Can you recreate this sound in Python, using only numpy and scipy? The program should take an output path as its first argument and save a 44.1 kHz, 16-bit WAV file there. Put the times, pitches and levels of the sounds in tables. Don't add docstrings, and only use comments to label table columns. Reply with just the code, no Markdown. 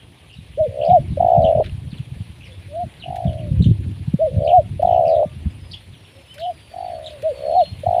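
import sys
import numpy as np
from scipy import signal
from scipy.io import wavfile
from scipy.ndimage import uniform_filter1d, map_coordinates

SR = 44100
rng = np.random.default_rng(int(sys.argv[2]) if len(sys.argv) > 2 else 0)


def waveform_to_disk(signal):
    frames = np.transpose(np.atleast_2d(signal))
    scaled = np.clip(frames, -1, 1) * 32767
    samples = np.round(scaled).astype(np.int16)
    wavfile.write(sys.argv[1], SR, samples)


N = 352800

# t/s, shape, reference level/dB, pitch ratio
COOS = [(.572, "opening", -8.5, 1.007), (1.17, "pip", -7.5, 1.03), (2.48, "far murmur", -46.5, 0.95),
        (2.68, "far hoot", -20.5, 0.99), (3.035, "pip", -31, 1.27), (4.188, "opening", -8, 1.018),
        (4.793, "pip", -7.5, 1.046), (6.15, "far murmur", -45, 0.99), (6.352, "far hoot", -19.5, 1.013),
        (6.711, "pip", -35.5, 1.16), (7.225, "opening", -11.5, 1.015), (7.832, "pip", -14, 1.04)]
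COO_SHAPES = { "opening": [(0, -17.5, 441), (.012, -10, 582), (.032, -1.5, 640), (.052, -1.5, 615),
              (.075, -6.5, 600), (.097, -11.5, 479), (.116, -28, 490)], "pip": [(0, -19, 595),
              (.006, -3, 544), (.013, -13, 602), (.02, -40.5, 591)], "far murmur": [(0, -7, 550),
              (.02, -1.5, 550), (.05, -1.5, 523), (.072, -4, 550)], "far hoot": [(0, -32, 542),
              (.04, -16, 594), (.08, -2.5, 672), (.115, 0, 720), (.152, 0.5, 703), (.165, -11.5, 613),
              (.174, -16, 640)], }
# t/s from the onset, level/dB re the note, f/Hz
SWELL_SHAPE = [(0, -25.5, 543.6), (.055, -22.5, 571), (.11, -11, 587.4), (.165, -6, 633.7), (.205, -5, 664),
               (.228, -0.5, 723), (.25, 0, 745), (.272, -0.5, 705), (.287, -3, 636), (.299, -11.5, 563),
               (.309, -30.5, 610)]
# t/s, reference level/dB, initial pulse rate/(1/s), flutter duration/s,
# time of a brief level dip/s from the onset, depth of the dip/dB
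SWELLS = [(.686, -3.5, 59, .213, .24, 15), (4.307, -3.5, 61.5, .218, .242, 0),
          (7.335, -6.5, 59, .225, .239, 2.5)]
PURR_SHAPES = { "near": [(0, 2, 710.5, 16.5), (.045, 0.2, 706.4, 26), (.17, 1, 695, 22),
               (.22, -2.4, 650, 18.5), (.3, -0.5, 647, 13), (.39, -3, 620, 12.5), (.408, -7.5, 612, -8.5),
               (.422, -5.5, 615, 6.5), (.433, -10, 596, 10.5)], "far": [(0, -5, 700, 18.5),
               (.07, 1, 735, 16.5), (.14, 0, 726.4, 16), (.21, -0.8, 667, 12.5), (.28, -7.5, 624, 12),
               (.35, -9, 639, 11), (.42, -13.5, 590, 2.5), (.45, -18.5, 560, 8.5), (.48, -24, 534, 3),
               (.55, -28.5, 504, -2)], }
# t/s, bird, reference level/dB, initial pulse rate/(1/s), rate increase/(1/s^2),
# stumble onset/s from the note's onset, stumble duration/s
PURRS = [(1.195, "near", -5.5, 40.88, 171.3, .322, 0.0558), (3.051, "far", -20, 42.46, 75.7, 0.45, 0.01),
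         (4.819, "near", -6, 41.93, 136, 0.34, 0.016), (6.73, "far", -21, 40.76, 96.5, .355, 0.03),
         (7.857, "near", -8.5, 41.8, 147, .36, 0.02)]
# t/s, duration/s, f/Hz at start, middle and end before smoothing and flutter,
# mean amplitude/dB, overtone level/dB re the fundamental
CHIRPS = [(.295, 0.062, 2950, 2950, 2760, -49, -38.5), (.325, 0.059, 5620, 4550, 3800, -62, -31.5),
          (.365, 0.036, 4150, 3850, 3520, -55, -32), (0.806, 0.041, 2410, 3090, 3100, -39.5, -38),
          (0.832, 0.042, 3930, 4990, 4600, -50.5, -20.5), (.84, 0.076, 2250, 2880, 2390, -51, -24),
          (0.887, 0.043, 3820, 3200, 3250, -48, -30), (1.04, 0.028, 2300, 2260, 2330, -51.5, -34),
          (1.416, 0.035, 4450, 4030, 3570, -50, -27.5), (1.44, 0.039, 3020, 3097, 2740, -36, -29),
          (1.905, 0.051, 4600, 3420, 2820, -47, -27), (1.971, 0.029, 4400, 3120, 2530, -47.5, -21.5),
          (2.041, 0.022, 3500, 3290, 2900, -52, -20), (2.399, 0.08, 2610, 3060, 2220, -48.5, -29),
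          (2.441, 0.074, 5640, 4520, 3280, -59, -35), (2.505, .035, 3740, 3440, 3190, -51.5, -30),
          (2.996, 0.032, 4250, 3700, 3420, -48.5, -34), (3.019, 0.034, 3150, 3110, 3200, -36, -40),
          (3.262, 0.04, 3520, 3240, 3050, -45, -30), (3.381, 0.036, 3120, 2930, 2880, -51, -23),
          (3.62, 0.048, 3960, 3560, 2880, -41.5, -20.5), (4.442, 0.047, 4700, 4280, 3630, -46.5, -20),
          (4.47, 0.047, 2470, 3230, 2520, -37, -33), (4.855, 0.12, 3625, 2900, 2930, -49.5, -21.5),
          (5.048, 0.0574, 2640, 2950, 2360, -46.5, -18.5), (5.069, 0.082, 5390, 4200, 3560, -51, -38),
          (5.135, 0.035, 3760, 3620, 3530, -48, -30.5), (5.708, 0.026, 4280, 4650, 3800, -38, -21.5),
          (5.731, 0.023, 3690, 3390, 2980, -32.5, -32.5), (5.93, 0.031, 4020, 3340, 3020, -50.5, -31),
          (6.04, 0.029, 3530, 3090, 2460, -52, -24), (6.391, 0.042, 4260, 3720, 3460, -45, -24),
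          (6.414, 0.064, 2920, 3157, 2940, -40, -33), (7.038, 0.017, 2950, 3470, 3900, -42, -23),
          (7.055, 0.03, 4460, 3610, 2850, -36, -20), (7.1, 0.016, 4770, 4760, 4600, -50, -30),
          (7.579, 0.042, 4350, 3600, 2740, -43.5, -29), (7.633, 0.037, 4180, 3500, 2710, -43, -28),
          (7.934, 0.031, 3070, 2940, 2800, -50, -26)]
# t/s, duration/s, initial f/Hz, final f/Hz approached, settling time/s,
# rms level/dB at the start, rms level/dB at three quarters of the length (both before the twinkle)
WHISTLES = [(4.621, 0.036, 1360, 1320, 0.032, -69, -63), (5.21, 0.13, 1210, 1180, 0.061, -57, -64),
            (5.5, .03, 5060, 5020, .02, -58, -65.5), (5.6, 0.096, 5080, 4990, 0.036, -67, -62),
            (5.939, 0.54, 5950, 5070, 0.17, -71.5, -65.5), (6.27, 0.071, 2730, 3080, 0.02, -62, -40.5),
            (6.325, .03, 3090, 2310, 0.034, -48, -52), (6.462, 0.55, 4990, 4270, .33, -69, -57.5),
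            (7.28, 0.43, 4630, 4150, 0.19, -64.5, -45), (7.58, .18, 4350, 4310, .05, -57, -60.5),
            (7.87, .09, 4180, 4150, 0.083, -54, -60)]
# t/s, body noise level/dB and treble noise level/dB (both before
# band-pass), t60/s (limited to 0.004-0.08)
TICKS = [(1.641, -26, -60, 0.07), (1.66, -26, -63, 0.11), (1.695, -28.5, -61, 0.023),
         (2.9387, -35, -64, 0.037), (3.157, -29.5, -45, 0.11), (3.243, -32, -61, 0.04),
         (3.33, -30, -58, 0.023), (3.8067, -54, -56, 0.036), (4.1376, -48, -50, 0.04),
         (4.82, -34, -49, 0.084), (6.3407, -35, -44, 0.066), (6.3807, -25, -51, 0.043),
         (6.3997, -34, -49, 0.088), (7.221, -28.5, -45, 0.042), (7.802, -69, -51, 0.043)]
# t/s, level/dB before overload, nominal f/Hz, nominal cycles to the crest
THUMPS = [(0.361, -34, 75, 1.5), (0.599, -24, 92, 0.96), (0.676, -22, 101.4, 0.99),
          (0.883, -19, 157.4, 1.66), (0.91, -14.5, 96.9, 1.3), (0.988, -15, 127, 1.43),
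          (1.099, -14, 111.5, 1.16), (1.117, -14.5, 172, 0.95), (1.187, -29, 80.7, 1),
          (1.374, -10, 130, 1.24), (1.439, -12.5, 90, 0.89), (1.556, -17, 109, 1.1),
          (1.639, -26.5, 100, 1.2), (1.718, -17.5, 90.4, 1.2), (1.777, -21.5, 98, 0.68),
          (1.866, -24.5, 106, 1.3), (1.927, -24, 129, 0.67), (1.991, -23.5, 102, 1),
          (2.111, -19.5, 140, 1.2), (2.159, -22, 80, 0.52), (2.202, -19.5, 98, 0.66),
          (2.287, -28.5, 75.4, 0.98), (2.826, -25, 82, 0.83), (3.094, -28.5, 101, 1.4),
          (3.251, -12, 158, 1.07), (3.271, -13.5, 112, 1.2), (3.352, -26, 116, 1.1), (3.428, -33, 86, 1.2),
          (3.507, -14, 119, 1.2), (3.534, -14.5, 128, 1.14), (3.559, -11.5, 88.8, 1.3),
          (3.578, -10.5, 75, 1), (3.601, -5, 141.6, 1.08), (3.624, -8, 169, 1.23), (3.657, -6.5, 128, 1.05),
          (3.684, -7.5, 155, 1.14), (3.706, -6.5, 127.4, 0.78), (3.8, -22.5, 121, 0.98),
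          (3.862, -17, 118, 0.85), (4.073, -16, 137, 1.3), (4.137, -7, 130.5, 0.85),
          (4.326, -19, 128.7, 1.3), (4.363, -9, 118, 1.06), (4.409, -19, 83.4, 0.81),
          (4.579, -18, 79.8, 0.78), (4.656, -23.5, 88, 1.3), (4.701, -23, 104, 1.5),
          (4.758, -19.5, 80.7, 0.59), (4.835, -18, 81.5, 0.8), (4.904, -29, 85, 1.3),
          (4.983, -25, 94.2, 1.2), (5.153, -30.5, 95, 1.1), (5.257, -25, 113, 0.56),
          (5.358, -26.5, 96, 0.95), (5.453, -11, 88.4, 0.96), (7.713, -24.5, 94, 1.1),
          (7.866, -17, 91.5, 0.84)]
# t/s, rms level/dB
GUSTS = [(0.0, -49), (0.2, -47), (0.58, -42), (1.09, -29.5), (1.31, -31), (1.42, -24), (1.58, -29.5),
         (1.72, -34), (2.41, -44), (2.81, -39), (2.92, -45.5), (3.16, -36), (3.3, -30.5), (3.39, -28.5),
         (3.68, -23.5), (4.01, -30.5), (4.12, -33), (4.39, -29.5), (4.52, -34.5), (4.81, -30.5),
         (5.12, -39.5), (5.53, -37), (6.17, -48), (7.29, -45), (7.91, -38), (8.0, -38)]
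# f/Hz, level/dB
WIND_SPECTRUM = [(12, -56), (20, -34.5), (75, 10), (156, -4), (216, -14), (274, -17.5), (348, -17),
                 (483, -40.5), (528, -43.5), (560, -37), (700, -55.5), (910, -81.5), (1540, -120)]
# f/Hz, level/dB
HISS_SPECTRUM = [(150, -25.5), (250, 5), (500, 2.5), (1000, -2), (1350, -7), (2000, -2), (2600, 0.5),
                 (3400, -1), (4300, -6.5), (5100, -15), (6500, -20), (8200, -18), (9600, -7.5),
                 (11200, -18), (13000, -25.5), (15400, -25.5)]
# t/s, rms level/dB
HISS_LEVEL = [(0.0, -65.5), (0.49, -64.5), (0.71, -63), (6.46, -63.5), (7.24, -60), (8.0, -61)]

SWELL_SPEEDUP_PER_S2, HOOT_JOIN_S = 66, 0.0094
SWELL_GAP_DB, SWELL_GAP_END_DB = 42, 13
CATCH_S = 0.0036
STUMBLE_PER_S, STUMBLE_GAP_DB = 38, 16
SECOND_LEVEL_SHARE, END_DROP_DB = .75, 2.5
THUMP_SAG, THUMP_WOBBLE, THUMP_RAGGED_DB = .15, .2, 2.5
THUMP_RASP_DB = -8.5
EDGE_HZ = 15500


def coo(shape, db, ratio):
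    curves = unroll(shifted(COO_SHAPES[shape], db, ratio))
    level_db, hz = (uniform_filter1d(c, size=260, mode="nearest") for c in curves)
    tone = sine(hz * (1 + 0.023 * wander(len(hz), 80.0)))
    return faded(gain_of(level_db + 0.34 * wander(len(hz), 90.)) * tone, 0.0037)


def swell(db, per_s, flutter_s, catch_s, catch_db):
    level_db, hz = unroll(shifted(SWELL_SHAPE, db))
    t = np.arange(len(hz)) / SR
    depth_times_s = [0, flutter_s, flutter_s + HOOT_JOIN_S]
    depth_db = np.interp(t, depth_times_s, [SWELL_GAP_DB, SWELL_GAP_END_DB, 0])
    dip_db = catch_db * np.exp(-((t - catch_s) / CATCH_S) ** 2)
    return roll(level_db - dip_db, hz, per_s + SWELL_SPEEDUP_PER_S2 * t, depth_db)


def purr(bird, db, per_s, speedup, stumble_s, hang_s):
    level_db, hz, depth_db = unroll(shifted(PURR_SHAPES[bird], db))
    t = np.arange(len(hz)) / SR
    hung = 1. * (t > stumble_s) * (t < stumble_s + hang_s)
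    hung = uniform_filter1d(hung, size=200)
    rate = (1 - hung) * (per_s + speedup * t) + hung * STUMBLE_PER_S
    return roll(level_db, hz, rate, (1 - hung) * depth_db + hung * STUMBLE_GAP_DB)


def roll(db, hz, rate, depth_db):
    turns = np.cumsum(rate) / SR + 0.03 * wander(len(rate), 60.)
    place, pulse = turns % 1, turns.astype(int)
    chance = rng.uniform(-1.3, 1.7, (100, 2))[pulse]
    phase_chance, strength_chance = uniform_filter1d(chance, size=130, axis=0).T
    opening = np.clip((place - .5) / np.minimum(0.012 * rate, 1), -.5, .5)
    shut = gain_of(-depth_db)
    gate = shut + (1 - shut) * np.cos(np.pi * opening) ** 1.22
    sweep = 0.0046 * np.minimum(depth_db, 15) * np.sin(2 * np.pi * (place - .5))
    phase = 2 * np.pi * np.cumsum(hz * (1 + sweep)) / SR + 1.5 * (1 - shut) * phase_chance
    strength_db = .5 * (1.5 - shut) * strength_chance
    return faded(gain_of(db + strength_db) * gate * np.sin(phase), 0.0019)


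def shifted(shape, db, ratio=1):
    return [(s, db + under_db, hz * ratio, *rest) for s, under_db, hz, *rest in shape]


def chirp(length, start_hz, middle_hz, end_hz, db, overtone_db):
    count = round(length * SR)
    hz = np.interp(np.linspace(0, 2, count), range(3), [start_hz, middle_hz, end_hz])
    hz = uniform_filter1d(hz, size=count // 4, mode="nearest")
    hz = hz * (1 + .07 * wander(count, 520.))
    tone = sine(hz) + gain_of(overtone_db) * sine(2 * hz)
    return faded(gain_of(db + 5.7 * wander(count, 500.)) * tone, 0.0059)


def whistle(length, first_hz, last_hz, settle_s, start_db, second_db):
    u = np.linspace(0, 1, round(length * SR))
    hz = last_hz + (first_hz - last_hz) * np.exp(-u * length / settle_s)
    db = np.interp(u, [0, SECOND_LEVEL_SHARE, 1], [start_db, second_db, second_db - END_DROP_DB])
    twinkle_db = 2.3 * wander(len(hz), 41.3)
    tone = sine(hz * (1 + .004 * wander(len(hz), 80.)))
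    return faded(np.sqrt(2) * gain_of(db + twinkle_db) * tone, .015)


def tick(db, treble_db, t60):
    t = np.arange(4000) / SR
    envelope = gain_of(-60 * t / np.clip(t60, .004, .08)) * np.minimum(t / 0.00083, 1)
    crack = rng.standard_normal(len(t)) * envelope
    body = band(band(crack, 1400, 4000), 1400, 4000)
    return gain_of(db) * body + gain_of(treble_db) * band(crack, 5500, 14000)


def garden(x, t60, first_s):
    t = np.arange(SR // 2) / SR
    taps = rng.standard_normal(len(t)) * gain_of(-60 * t / t60) * (t > first_s)
    return signal.fftconvolve(x, taps / np.linalg.norm(taps))[:N]


def delayed(x, s):
    return np.pad(x, (round(s * SR), 0))[:N]


def thump(db, hz, cycles):
    turns = hz * np.arange(6000) / SR
    shape = (turns / cycles * np.exp(1 - turns / cycles)) ** 1.7
    sag = THUMP_SAG * (np.exp(-turns / cycles) - .4)
    speed = hz * (1 + sag + THUMP_WOBBLE * wander(len(turns), 63.0))
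    level = gain_of(db + THUMP_RAGGED_DB * wander(len(turns), 170.0))
    rasp = gain_of(THUMP_RASP_DB) * wander(len(turns), 400.)
    return level * shape * (sine(speed) + rasp)


def wind():
    rumble = noise(WIND_SPECTRUM, size=2048, patchy_db=2.5, flicker_db=3.5)
    rumble /= np.sqrt(uniform_filter1d(rumble ** 2, size=3000))
    lumps = evened(rumble * gain_of(2.8 * wander(N, 22.)))
    push = gain_of(unroll(GUSTS)[0][:N]) * lumps
    for s, *row in THUMPS:
        add(push, s, thump(*row))
    return band(0.9 * np.tanh(push / 0.7), 69, 1200)


def hiss():
    x = noise(HISS_SPECTRUM, size=512, patchy_db=2.0, flicker_db=0.76)
    return gain_of(unroll(HISS_LEVEL)[0][:N]) * x / np.std(band(x, 7500, 12000))


def noise(points, size, patchy_db, flicker_db):
    frames, hz = 4 * N // size + 5, np.fft.rfftfreq(size, 1 / SR)
    real, imaginary, patches = rng.standard_normal((frames, len(hz), 3)).T
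    patches = uniform_filter1d(patches, size=9, axis=0)
    patches = evened(uniform_filter1d(patches, size=12, axis=1))
    f, db = np.transpose(points)
    colour_db = np.interp(np.log(hz + 1), np.log(f + 1), db)[:, None]
    flicker = evened(uniform_filter1d(rng.standard_normal(frames), size=4))
    level_db = colour_db + patchy_db * patches + flicker_db * flicker
    spectra = (real + 1j * imaginary) * gain_of(level_db)
    return signal.istft(spectra, nperseg=size, noverlap=3 * size // 4)[1][:N]


def gain_of(db):
    return 10 ** (np.asarray(db) / 20)


def evened(x):
    return x / np.sqrt(np.mean(x ** 2) + 1e-20)


def add(mix, s, sound):
    part = mix[round(s * SR):][:len(sound)]
    part += sound[:len(part)]


def unroll(rows):
    s, *columns = np.transpose(rows)
    t = np.arange(s[0], s[-1], 1 / SR)
    return [np.interp(t, s, c) for c in columns]


def wander(count, hz):
    knots = rng.standard_normal(4000)
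    return map_coordinates(knots, [np.arange(count) * hz / SR % 3990], order=3)


def sine(hz):
    return np.sin(2 * np.pi * np.cumsum(hz) / SR)


def faded(x, s):
    return x * signal.windows.tukey(len(x), min(2 * s * SR / len(x), 1))


def band(x, lo_hz, hi_hz):
    sections = signal.butter(2, [lo_hz, min(hi_hz, SR / 2.2)], "band", fs=SR, output="sos")
    return signal.sosfilt(sections, x)


def scene():
    doves, birds, leaves = np.zeros((3, N))
    voices = [(coo, COOS, doves), (swell, SWELLS, doves), (purr, PURRS, doves),
              (chirp, CHIRPS, birds), (whistle, WHISTLES, birds), (tick, TICKS, leaves)]
    for voice, table, mix in voices:
        for s, *row in table:
            add(mix, s, voice(*row))
    doves = band(doves, 340, 890)
    echo = gain_of(-27) * delayed(doves, 0.007096)
    doves = doves + echo + gain_of(-27) * garden(doves, t60=0.2, first_s=0.01)
    birds = birds + gain_of(-5) * garden(birds, t60=.18, first_s=.008)
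    return (doves + birds + leaves + wind() + hiss())[None]


def record(dry):
    taps = signal.firwin(511, EDGE_HZ, window=("kaiser", 9), fs=SR)
    return signal.oaconvolve(dry, taps[None], "same")


dry = scene()
out = record(dry)
waveform_to_disk(out)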